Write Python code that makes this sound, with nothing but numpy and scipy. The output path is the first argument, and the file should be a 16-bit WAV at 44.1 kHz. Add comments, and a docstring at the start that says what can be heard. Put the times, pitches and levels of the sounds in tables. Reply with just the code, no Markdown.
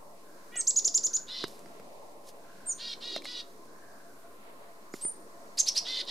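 """Chickadees at a hanging feeder

Chickadees call at a wood's edge: thin and arched whistles and two-voiced buzzes are gliding near sines,
harsh dees are harmonic stacks roughened by noise. A further bird's nasal note is a stack too.
Far caws are noise-shaken tones, feeder knocks are decaying modes with noise, rustles are grainy noise.
Trees scatter the calls back over drifting noise: a distant town hum and the hiss of a small camera."""
import sys
import numpy as np
from scipy import signal
from scipy.fft import rfft, irfft
from scipy.io import wavfile
from scipy.ndimage import uniform_filter1d

SR = 44100
rng = np.random.default_rng(int(sys.argv[2]) if len(sys.argv) > 2 else 0)


def master_out(mix):
    """Clip the mix to full scale and print it as 16-bit PCM to the path in sys.argv[1]."""
    frames = np.transpose(np.atleast_2d(mix))
    ceiling = np.clip(frames, -1, 1)
    pcm = np.round(ceiling * 32767).astype(np.int16)
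    wavfile.write(sys.argv[1], SR, pcm)


N = 269010  # samples


def undb(db):
    """Decibels to gain."""
    return 10 ** (np.asarray(db) / 20)


def level(x, db):
    """Scale to an rms level."""
    return x * undb(db) / np.sqrt(np.mean(x ** 2))


def read(points, hz):
    """Read a (pitch_hz, level_db) table on a log-frequency axis."""
    f, db = np.transpose(points)
    return np.interp(np.log(np.maximum(hz, 1)), np.log(f), db)


def walk(rate, size=N):
    """Smooth random motion with about rate turns a second; spread near 1."""
    k = max(int(SR / rate), 1)
    twice_smoothed = uniform_filter1d(uniform_filter1d(rng.standard_normal(size), k), k)
    return np.sqrt(1.66 * k) * twice_smoothed


def coloured(gain):
    """Noise whose spectrum is gain(Hz)."""
    hz = np.arange(N // 2 + 1) * SR / N
    return irfft(rfft(rng.standard_normal(N)) * gain(hz), N)


def bright_noise(size):
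    """Noise between 4 and 11 kHz, for breath and cracks."""
    band = signal.butter(2, [4000, 11000], "bandpass", fs=SR, output="sos")
    return signal.sosfilt(band, rng.standard_normal(size))


def fading(t, t60):
    """Exponential decay by 60 dB in t60 seconds."""
    return np.exp(-np.log(1000) * t / t60)


def unroll(table):
    """The samples that a note covers, and its columns joined by straight lines."""
    s, *columns = np.transpose(table)
    at = np.arange(int(s[0] * SR), min(int(s[-1] * SR), N))
    return at, [np.interp(at / SR, s, c) for c in columns]


def clock(length):
    """Half-millisecond steps through a note."""
    return np.arange(0, length, .0005)


def air():
    """Town hum and hiss: noise in octave bands that drift alone, plus a few wavering hum bands."""
    # spectrum of the air before overall scaling: pitch_hz [Hz], density_db [relative dB per Hz]
    air_colour = [(15, -63), (25, -12), (43, -22.5), (154, -11), (181, -6), (462, -2.5), (501, -6.5),
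                  (573, -2.5), (729, -8.5), (1060, -9.5), (1460, -19.5), (1960, -20.5), (3260, -27.5),
                  (4150, -23), (15000, -26.5)]
    # stereo spread of the air: pitch_hz [Hz], side_minus_mid_db [dB]
    air_width = [(60, -13.5), (110, -15.5), (200, -10.5), (380, -10.5), (700, -4), (1290, 3.5), (2380, 3),
                 (4400, -0.5), (8120, -2.5), (15000, -3)]
    # hum bands: centre_hz [Hz], width_hz [Hz], level_db [dB rms before wavering]
    hum_bands = [(567.5, 34, -71), (682.5, 29, -66.5), (1047, 58, -67.5), (193.5, 66, -74.5),
                 (1357, 22, -78.5)]
    out = 0
    for centre_hz in 22 * 2. ** np.arange(10):
        # neighbouring octaves crossfade
        share = lambda hz: np.cos(np.pi / 2 * np.clip(np.log2(np.maximum(hz, 1) / centre_hz), -1, 1))
        mid = coloured(lambda hz: share(hz) * undb(read(air_colour, hz)))
        side = coloured(lambda hz: share(hz) * undb(read(air_colour, hz) + read(air_width, hz)))
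        # the treble drifts less
        drift_db = (2.3 * walk(3.4) + 1.5 * walk(20)) * min(1, 800 / centre_hz) ** 0.45
        out = out + undb(drift_db) * np.array([mid + side, mid - side])
    out = level(out, -53)
    for f, width, db in hum_bands:
        hum = level(coloured(lambda hz: 1 / (1 + ((hz - f) / width * 2) ** 2)), db)
        out += hum * undb(3.25 * walk(11.3))
    return out


def crow():
    """Distance smears each caw into a rough band: noise shakes a tone gliding in pitch and level."""
    # far caws: start_s [s], length_s [s], start_hz [Hz], middle_hz [Hz], end_hz [Hz], level_db [dB]
    caws = [(0.225, 0.39, 1522, 1600, 1556, -62.5), (1.012, 0.43, 1385, 1520, 1575, -60),
            (2.382, 0.67, 1554, 1542, 1536, -59.5), (3.648, .68, 1480, 1676, 1390, -59.5)]
    out = np.zeros(N)
    for s, length, start_hz, middle_hz, end_hz, db in caws:
        at, (hz, caw_db) = unroll([(s, start_hz, db - 5.5), (s + 0.27 * length, middle_hz, db),
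                                   (s + length, end_hz, db - 6.5)])
        tone = np.sin(2 * np.pi * np.cumsum(hz) / SR)
        edge = np.hanning(len(at)) ** 0.082
        out[at] = undb(caw_db) * edge * walk(342, size=len(at)) * tone
    return out


def stacks(notes, throat, jitter, blur_hz, focus_hz, focus_width):
    """Harmonics through a throat and a beak resonance; roughness turns each line into a noisy band."""
    out = np.zeros(N)
    for note in notes:
        at, (hz, db, rough, focus_db) = unroll(note)
        pitch = uniform_filter1d(hz, size=600) * (1 + jitter * walk(60, size=len(at)))
        phase = 2 * np.pi * np.cumsum(pitch) / SR
        voice = 0
        for k in range(2, 24):
            noisy = np.clip(rough * (k / 8) ** 0.77, 0, 1)  # upper lines blur more
            shake = np.sqrt(1 - noisy) + np.sqrt(noisy) * walk(blur_hz, size=len(at))
            beak_db = focus_db * np.exp(-((k * hz - focus_hz) / focus_width) ** 2)
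            # each line waxes and wanes alone
            gain_db = read(throat, k * hz) + beak_db + 1.5 * walk(30, size=len(at))
            line = np.sin(k * phase + rng.uniform(0, 2 * np.pi))
            voice = voice + undb(gain_db) * shake * line
        # even out the voice so that the note's own level curve rules
        out[at] += undb(db) * voice / np.sqrt(uniform_filter1d(voice ** 2, size=1500))
    return out


def nasal_note():
    """A further bird's nasal note: a pulsed stack of harmonics that swells and dies."""
    # points along each note: time_s [s], pulse_rate_hz [Hz], level_db [dB], roughness [0-1], beak_focus_db [dB]
    nasal_path = [
        [(0.51, 456, -67, 0.35, -7.5), (0.536, 482, -50, 0.5, 3), (0.554, 494, -46, 0.7, 5.5),
         (0.582, 472, -46, 0.5, 2), (0.6, 446, -54, 0.5, -2), (0.625, 454, -66, 0.4, -6)],
    ]
    # throat response: pitch_hz [Hz], level_db [dB]
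    nasal_throat = [(710, -64.5), (1200, -13), (1950, -3), (2200, -4.5), (2930, -7.5), (4000, -25),
                    (5200, -35), (8800, -120)]
    return stacks(nasal_path, nasal_throat, jitter=0.0033, blur_hz=310, focus_hz=2800, focus_width=240)


def feeder(ring_t60, rattle_db, rattle_t60, crack_t60):
    """Each knock rings the loaded bottle's main and upper modes, rattles the seed, and cracks."""
    # knocks: start_s [s], ring_db [dB], ring_hz [Hz], crack_db [dB], left_minus_right_db [dB]
    knock_table = [(0.557, -38.5, 720, -36, 0), (0.876, -40, 490, -51, -8), (1.44, -21, 387, -35.5, -5.5),
                   (1.481, -45, 626, -37.5, -10), (1.592, -57, 454, -45, 3), (1.659, -40, 356, -64.5, -2),
                   (1.798, -40, 510, -49, 0), (2.292, -46.5, 665, -53, -1), (3.163, -25, 647, -35, -1.5),
                   (3.221, -42, 2300, -44.5, -1), (3.246, -47, 810, -38, 4),
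                   (3.255, -34, 2130, -36.5, -3.5), (3.655, -50, 223, -51, -2), (4.641, -54, 252, -62, -2),
                   (4.939, -25.5, 376, -44, -5), (5.05, -33.5, 360, -56, -5.5), (6.051, -53, 995, -43, -2)]
    # upper modes of the bottle: pitch_hz [Hz], level_db [dB against the main ring], t60_s [s]
    upper_modes = [(1220, -14.5, 0.013), (2110, -16.5, 0.025), (4970, -14, 0.017)]
    out, t = np.zeros((2, N + SR // 10)), np.arange(SR // 10) / SR
    upper = sum(undb(db) * np.sin(2 * np.pi * hz * t) * fading(t, t60) for hz, db, t60 in upper_modes)
    for s, db, hz, crack_db, pan_db in knock_table:
        ring = np.sin(2 * np.pi * hz * t) * fading(t, ring_t60)
        rattle = undb(rattle_db) * walk(3500, size=len(t)) * fading(t, rattle_t60)
        crack = undb(crack_db) * bright_noise(len(t)) * fading(t, crack_t60)
        knock = undb(db) * (ring + upper + rattle) + crack
        start = int(s * SR)
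        out[:, start:start + len(t)] += knock * undb([[pan_db / 2], [-pan_db / 2]])
    # the camera passes little deep bass from the knocks
    return signal.sosfilt(signal.butter(4, 140, "highpass", fs=SR, output="sos"), out[:, :N])


def whistles(notes, overtone_db, overtone_fall_db, flutter, flutter_hz, breath, hiss_db, octave_blur):
    """Near sines, the octave fading as pitch climbs; level beats and pitch wavers; breath blurs them."""
    out = np.zeros(N)
    air_jet = bright_noise(N)
    for note in notes:
        at, (hz, db) = unroll(note)
        edge = np.clip(np.minimum(at - at[0], at[-1] - at) / (0.00064 * SR), 0, 1)
        phase = 2 * np.pi * np.cumsum(uniform_filter1d(hz, size=40)) / SR
        flutter_phase = 2 * np.pi * np.cumsum(flutter_hz * (1 + .12 * walk(130, size=len(at)))) / SR
        phase = phase + 2.0 * flutter * np.cos(flutter_phase)  # the pitch wavers in step with the level
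        beat = 1 + flutter * np.sin(flutter_phase) + breath * walk(5000, size=len(at))
        octave_gain = undb(overtone_db - overtone_fall_db * np.log2(hz / 5000))
        octave = octave_gain * np.sin(2 * phase) * (1 + octave_blur * walk(1500, size=len(at)))
        tone = np.sqrt(2) * undb(db) * beat * (np.sin(phase) + octave)
        # the jet of breath swells less than the tone
        hiss = undb(hiss_db + 0.37 * db) * air_jet[at]
        out[at] += edge * (tone + hiss)
    return out


def seet(s, length, start_hz, held_hz, end_hz, glide, droop, early_db, mid_db, late_db):
    """The pitch glides to its held value and droops ever faster at the end."""
    attack_s, release_s, edge_db, shoulder_db = 0.011, 0.0043, -15, -5.5
    t = clock(length)
    pitch = held_hz - (held_hz - start_hz) * np.exp(-t / glide)
    pitch = pitch - (held_hz - end_hz) * np.maximum(1 - (length - t) / droop, 0) ** 2
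    marks = [0, attack_s, .27 * length, length / 2, 0.84 * length, length - release_s, length]
    db = np.interp(t, marks, [early_db + edge_db, early_db + shoulder_db, early_db, mid_db,
                              late_db, late_db + shoulder_db, late_db + edge_db])
    return np.c_[s + t, pitch, db]


def seets():
    """Thin, nearly pure whistles with little flutter or breath."""
    # seet notes: start_s [s], length_s [s], start_hz [Hz], held_hz [Hz], end_hz [Hz], glide_s [s],
    # droop_s [s], early_db [dB], midway_db [dB], late_db [dB]
    seet_table = [(0.56, 0.057, 5600, 8440, 3400, .0095, 0.014, -29.5, -35, -27),
                  (0.583, 0.031, 6700, 6400, 6200, .008, 0.0083, -34, -40, -30),
                  (2.659, 0.072, 7830, 8760, 7700, .009, .024, -34, -31, -44),
                  (2.665, 0.069, 7400, 7150, 5700, 0.013, 0.05, -45, -30.5, -34),
                  (4.918, 0.0542, 6360, 7200, 6900, 0.011, 0.022, -53, -58, -55),
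                  (5.011, 0.11, 7550, 9027, 8810, 0.015, 0.008, -34, -30, -33),
                  (5.036, 0.048, 7700, 7740, 7600, .01, .015, -43, -53.5, -48)]
    return whistles([seet(*c) for c in seet_table], overtone_db=-27, overtone_fall_db=32, flutter=.04,
                    flutter_hz=300, breath=.03, hiss_db=-52, octave_blur=1.2)


def chirp(s, held, hz, ease_hz, octave_s, early_db, mid_db, late_db):
    """The pitch leaps, eases up to its top, then plunges; the beak favours the top."""
    # low pitches leave the beak weakly: pitch_hz [Hz], level_db [dB]
    beak = [(2000, -32), (3100, -28), (4200, -17), (5200, -5.5), (6400, -3)]
    foot_hz, rise_s, ease_s, early_s, start_db = 3050, .0025, .012, .011, -11
    t = clock(held + .02)
    climb = hz - ease_hz * np.exp(-t / ease_s) - (hz - ease_hz - foot_hz) * np.exp(-t / rise_s)
    plunge = 2 ** (-np.maximum(t - held, 0) / octave_s)
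    pitch = uniform_filter1d(climb * plunge, size=8, mode="nearest")
    effort_db = np.interp(t, [0, early_s, (early_s + held) / 2, held],
                          [early_db + start_db, early_db, mid_db, late_db])
    sounding = (pitch > foot_hz) | (t < held)
    return np.c_[s + t, pitch, effort_db + read(beak, pitch)][sounding]


def chirps():
    """Arched whistles whose level beats quickly, with a blurred octave."""
    # chirps: start_s [s], time_until_drop_s [s], top_hz [Hz], slow_last_climb_hz [Hz],
    # octave_drop_s [s], early_db, midway_db, late_db [dB before the beak]
    chirp_table = [(0.668, 0.037, 7970, 2720, 0.0047, -17, -21.5, -21.5),
                   (0.758, 0.031, 7020, 811, 0.0089, -18, -18, -21.5),
                   (0.844, .030, 7440, 1677, 0.01, -16.5, -28, -19.5),
                   (0.941, .032, 7430, 1410, 0.0089, -16.5, -20.5, -20),
                   (1.032, .033, 7280, 1810, .008, -23, -21, -23),
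                   (1.13, .035, 7190, 1870, 0.0073, -24.5, -22, -24)]
    return whistles([chirp(*c) for c in chirp_table], overtone_db=-16, overtone_fall_db=42, flutter=0.21,
                    flutter_hz=127.6, breath=0.091, hiss_db=-48, octave_blur=0.7)


def dee(s, length, top_hz, sag, db, rough, focus_db):
    """A rough start climbs and clears; then the rate sags as level, roughness and beak focus grow."""
    start_share, rise_s, droop_s, droop_hz = .76, .022, 0.0386, 25
    attack_s, settle_s, release_s, swell_db = 0.016, 0.033, .011, 3
    t = clock(length)
    rate = top_hz * (1 - (1 - start_share) * np.exp(-t / rise_s)) - sag * t
    rate -= droop_hz * np.maximum(1 - (length - t) / droop_s, 0) ** 2
    marks = [0, attack_s, settle_s, length - release_s, length]
    shape_db = np.interp(t, marks, [-22, -6.5, -swell_db / 2, swell_db / 2, -20])
    roughness = np.interp(t, marks[1:4], [.55, rough, rough + .18])
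    focus = focus_db - 3 * np.maximum(1 - t / marks[3], 0)
    return np.c_[s + t, rate, db + shape_db, roughness, focus]


def dees():
    """Harsh notes: fast pulses heard as a stack of noisy harmonics."""
    # dee notes: start_s [s], length_s [s], top_pulse_rate_hz [Hz], sag_hz_per_s [Hz/s],
    # level_db [dB], roughness [0-1], beak_focus_db [dB]
    dee_table = [(1.269, 0.19, 522.3, 129.3, -39.5, 0.46, 8.5), (2.778, 0.17, 491, 189.5, -40, .2, 5),
                 (3.001, 0.19, 493.6, 152, -39.5, 0.19, 6.5), (3.231, 0.19, 511.4, 195.7, -41, 0.24, 4.5),
                 (5.841, .186, 525.5, 108.3, -34.5, 0.4, 7.5), (6.061, .19, 520, 110, -34, .35, 7.5)]
    # throat response: pitch_hz [Hz], level_db [dB]
    dee_throat = [(760, -39), (1300, -27.5), (1980, -14), (2570, -20.5), (2760, -11.5), (3240, -9),
                  (3500, -6.5), (4080, -4.5), (4970, -8), (5790, -15.5), (6580, -24), (10000, -34.5),
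                  (13000, -35), (22000, -120)]
    return stacks([dee(*c) for c in dee_table], dee_throat, jitter=0.0035, blur_hz=640,
                  focus_hz=3850, focus_width=470)


def rustle():
    """Grainy broad noise of feathers and leaves, swelling and fading."""
    # rustles: loudest_s [s], rise_s [s], hold_s [s], level_db [dB], fade_db_per_s [dB/s]
    rustle_table = [(1.473, 0.022, .001, -56.5, 84.5), (2.286, .066, 0.0071, -54, 902),
                    (4.937, .004, 0.098, -58, 430)]
    # spectrum before scaling: pitch_hz [Hz], density_db [relative dB per Hz]
    rustle_colour = [(1500, -4), (5000, 12.5), (8000, 5.5), (11000, 8), (15000, -2)]
    range_db = 28.5
    out = np.zeros(N)
    grain = level(coloured(lambda hz: undb(read(rustle_colour, hz))), 2.3) * undb(1.2 * walk(200))
    for s, rise, hold, top_db, fade in rustle_table:
        low_db = top_db - range_db
        at, (db,) = unroll([(s - rise, low_db), (s, top_db), (s + hold, top_db),
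                            (s + hold + range_db / fade, low_db)])
        out[at] = undb(db) * grain[at]
    return out


def rasp(s, creep, hold, start_hz, shelf_hz, top_hz, db):
    """Creeps up to a shelf while swelling, jumps to the top, holds, and stumbles out."""
    # the stumble: after_hold_s [s], share_of_top_pitch [ratio], level_db [dB against the top]
    stumble = [(.005, 1, -18), (.01, 1, -4), (.013, .88, -22), (.02, .82, -34)]
    top = s + creep + 0.0051  # the jump lasts 5.1 ms
    end = top + hold
    return [(s, start_hz, db - 25),
            (s + creep / 2, start_hz + 0.7 * (shelf_hz - start_hz), db - 7.5),
            (s + creep, shelf_hz, db - 1.5),
            (top, top_hz, db),
            (end, top_hz, db),
            *[(end + late, share * top_hz, db + tail_db) for late, share, tail_db in stumble]]


def rasps():
    """Rough voice of the buzzy notes: fast deep flutter and much breath."""
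    # rasps: start_s [s], creep_s [s], hold_at_top_s [s], start_hz [Hz], shelf_hz [Hz], top_hz [Hz], level_db [dB]
    rasp_table = [(5.572, 0.014, 0.015, 4240, 5000, 7260, -27.5),
                  (5.658, .022, 0.0012, 3496, 5100, 6240, -27),
                  (5.748, 0.026, .001, 3813, 5010, 5740, -25.5)]
    return whistles([rasp(*c) for c in rasp_table], overtone_db=-43, overtone_fall_db=6, flutter=0.39,
                    flutter_hz=479.4, breath=0.32, hiss_db=-28, octave_blur=.7)


def sweep(s, hold, top_hz, db):
    """A peaked sweep up and down, louder the higher it is."""
    foot_hz, rise_s, fall_s, rise_bend, fall_bend, db_per_octave = 2092, 0.017, 0.014, 1.6, 3.4, 26.5
    t = clock(rise_s + hold + fall_s) - rise_s
    climb = np.clip(1 + t / rise_s, 0, 1) ** rise_bend
    fall = np.clip(1 - (t - hold) / fall_s, 0, 1) ** fall_bend
    pitch = foot_hz + (top_hz - foot_hz) * uniform_filter1d(climb * fall, size=6)
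    return np.c_[s + t, pitch, db + db_per_octave * np.log2(pitch / top_hz)]


def sweeps():
    """Clear voice of the buzzy notes: light flutter and some breath."""
    # sweeps: crest_s [s], hold_before_drop_s [s], crest_hz [Hz], level_db [dB]
    sweep_table = [(5.599, 0.0098, 6410, -20), (5.689, 0.00097, 5950, -18.5), (5.783, 0.0019, 5273, -23)]
    return whistles([sweep(*c) for c in sweep_table], overtone_db=-20, overtone_fall_db=23.5, flutter=0.086,
                    flutter_hz=430, breath=0.15, hiss_db=-44.5, octave_blur=0.2)


def trees(x, wet_db, t60, late_db, late_t60):
    """Near trunks send back a quick scatter, the far wood a longer one; a different one to each side."""
    t = np.arange(SR // 2) / SR
    fade = fading(t, t60) + undb(late_db) * fading(t, late_t60)
    fade = fade * np.minimum(t / 0.0081, 1)  # the scatter builds up over 8.1 ms
    shared, own = rng.standard_normal(len(t)), rng.standard_normal((2, len(t)))
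    echo = undb(wet_db) * fade * (shared + 0.708 * own) / np.sqrt(np.sum(fade ** 2))
    # leaves swallow the highest pitches
    echo = signal.sosfilt(signal.butter(1, 9000, fs=SR, output="sos"), echo)
    return x + signal.fftconvolve(x[None], echo, axes=1)[:, :N]


def scene():
    """Birds through the trees, a little to the right with caws and rustles, over the feeder and the air."""
    thin = seets() + chirps() + rasps() + sweeps()
    harsh = nasal_note() + dees()
    heard = trees(thin, wet_db=-7.5, t60=0.031, late_db=-12.0, late_t60=0.3)
    heard += trees(harsh, wet_db=-9, t60=.1, late_db=-15.5, late_t60=0.4)
    heard += crow() + rustle()
    knocks = feeder(ring_t60=0.02, rattle_db=-9.5, rattle_t60=0.023, crack_t60=0.014)
    # left and right gains in dB
    return heard * undb([[-.7], [.7]]) + knocks + air() * undb([[-.4], [.4]])


def record(dry):
    """The camera dulls and then cuts the top, and sits slightly off zero."""
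    top_hz, offset = 15600, -.003
    dull = signal.sosfilt(signal.butter(2, 14000, fs=SR, output="sos"), dry)
    return signal.sosfilt(signal.ellip(10, .2, 60, top_hz, fs=SR, output="sos"), dull) + offset


dry = scene()
out = record(dry)
master_out(out)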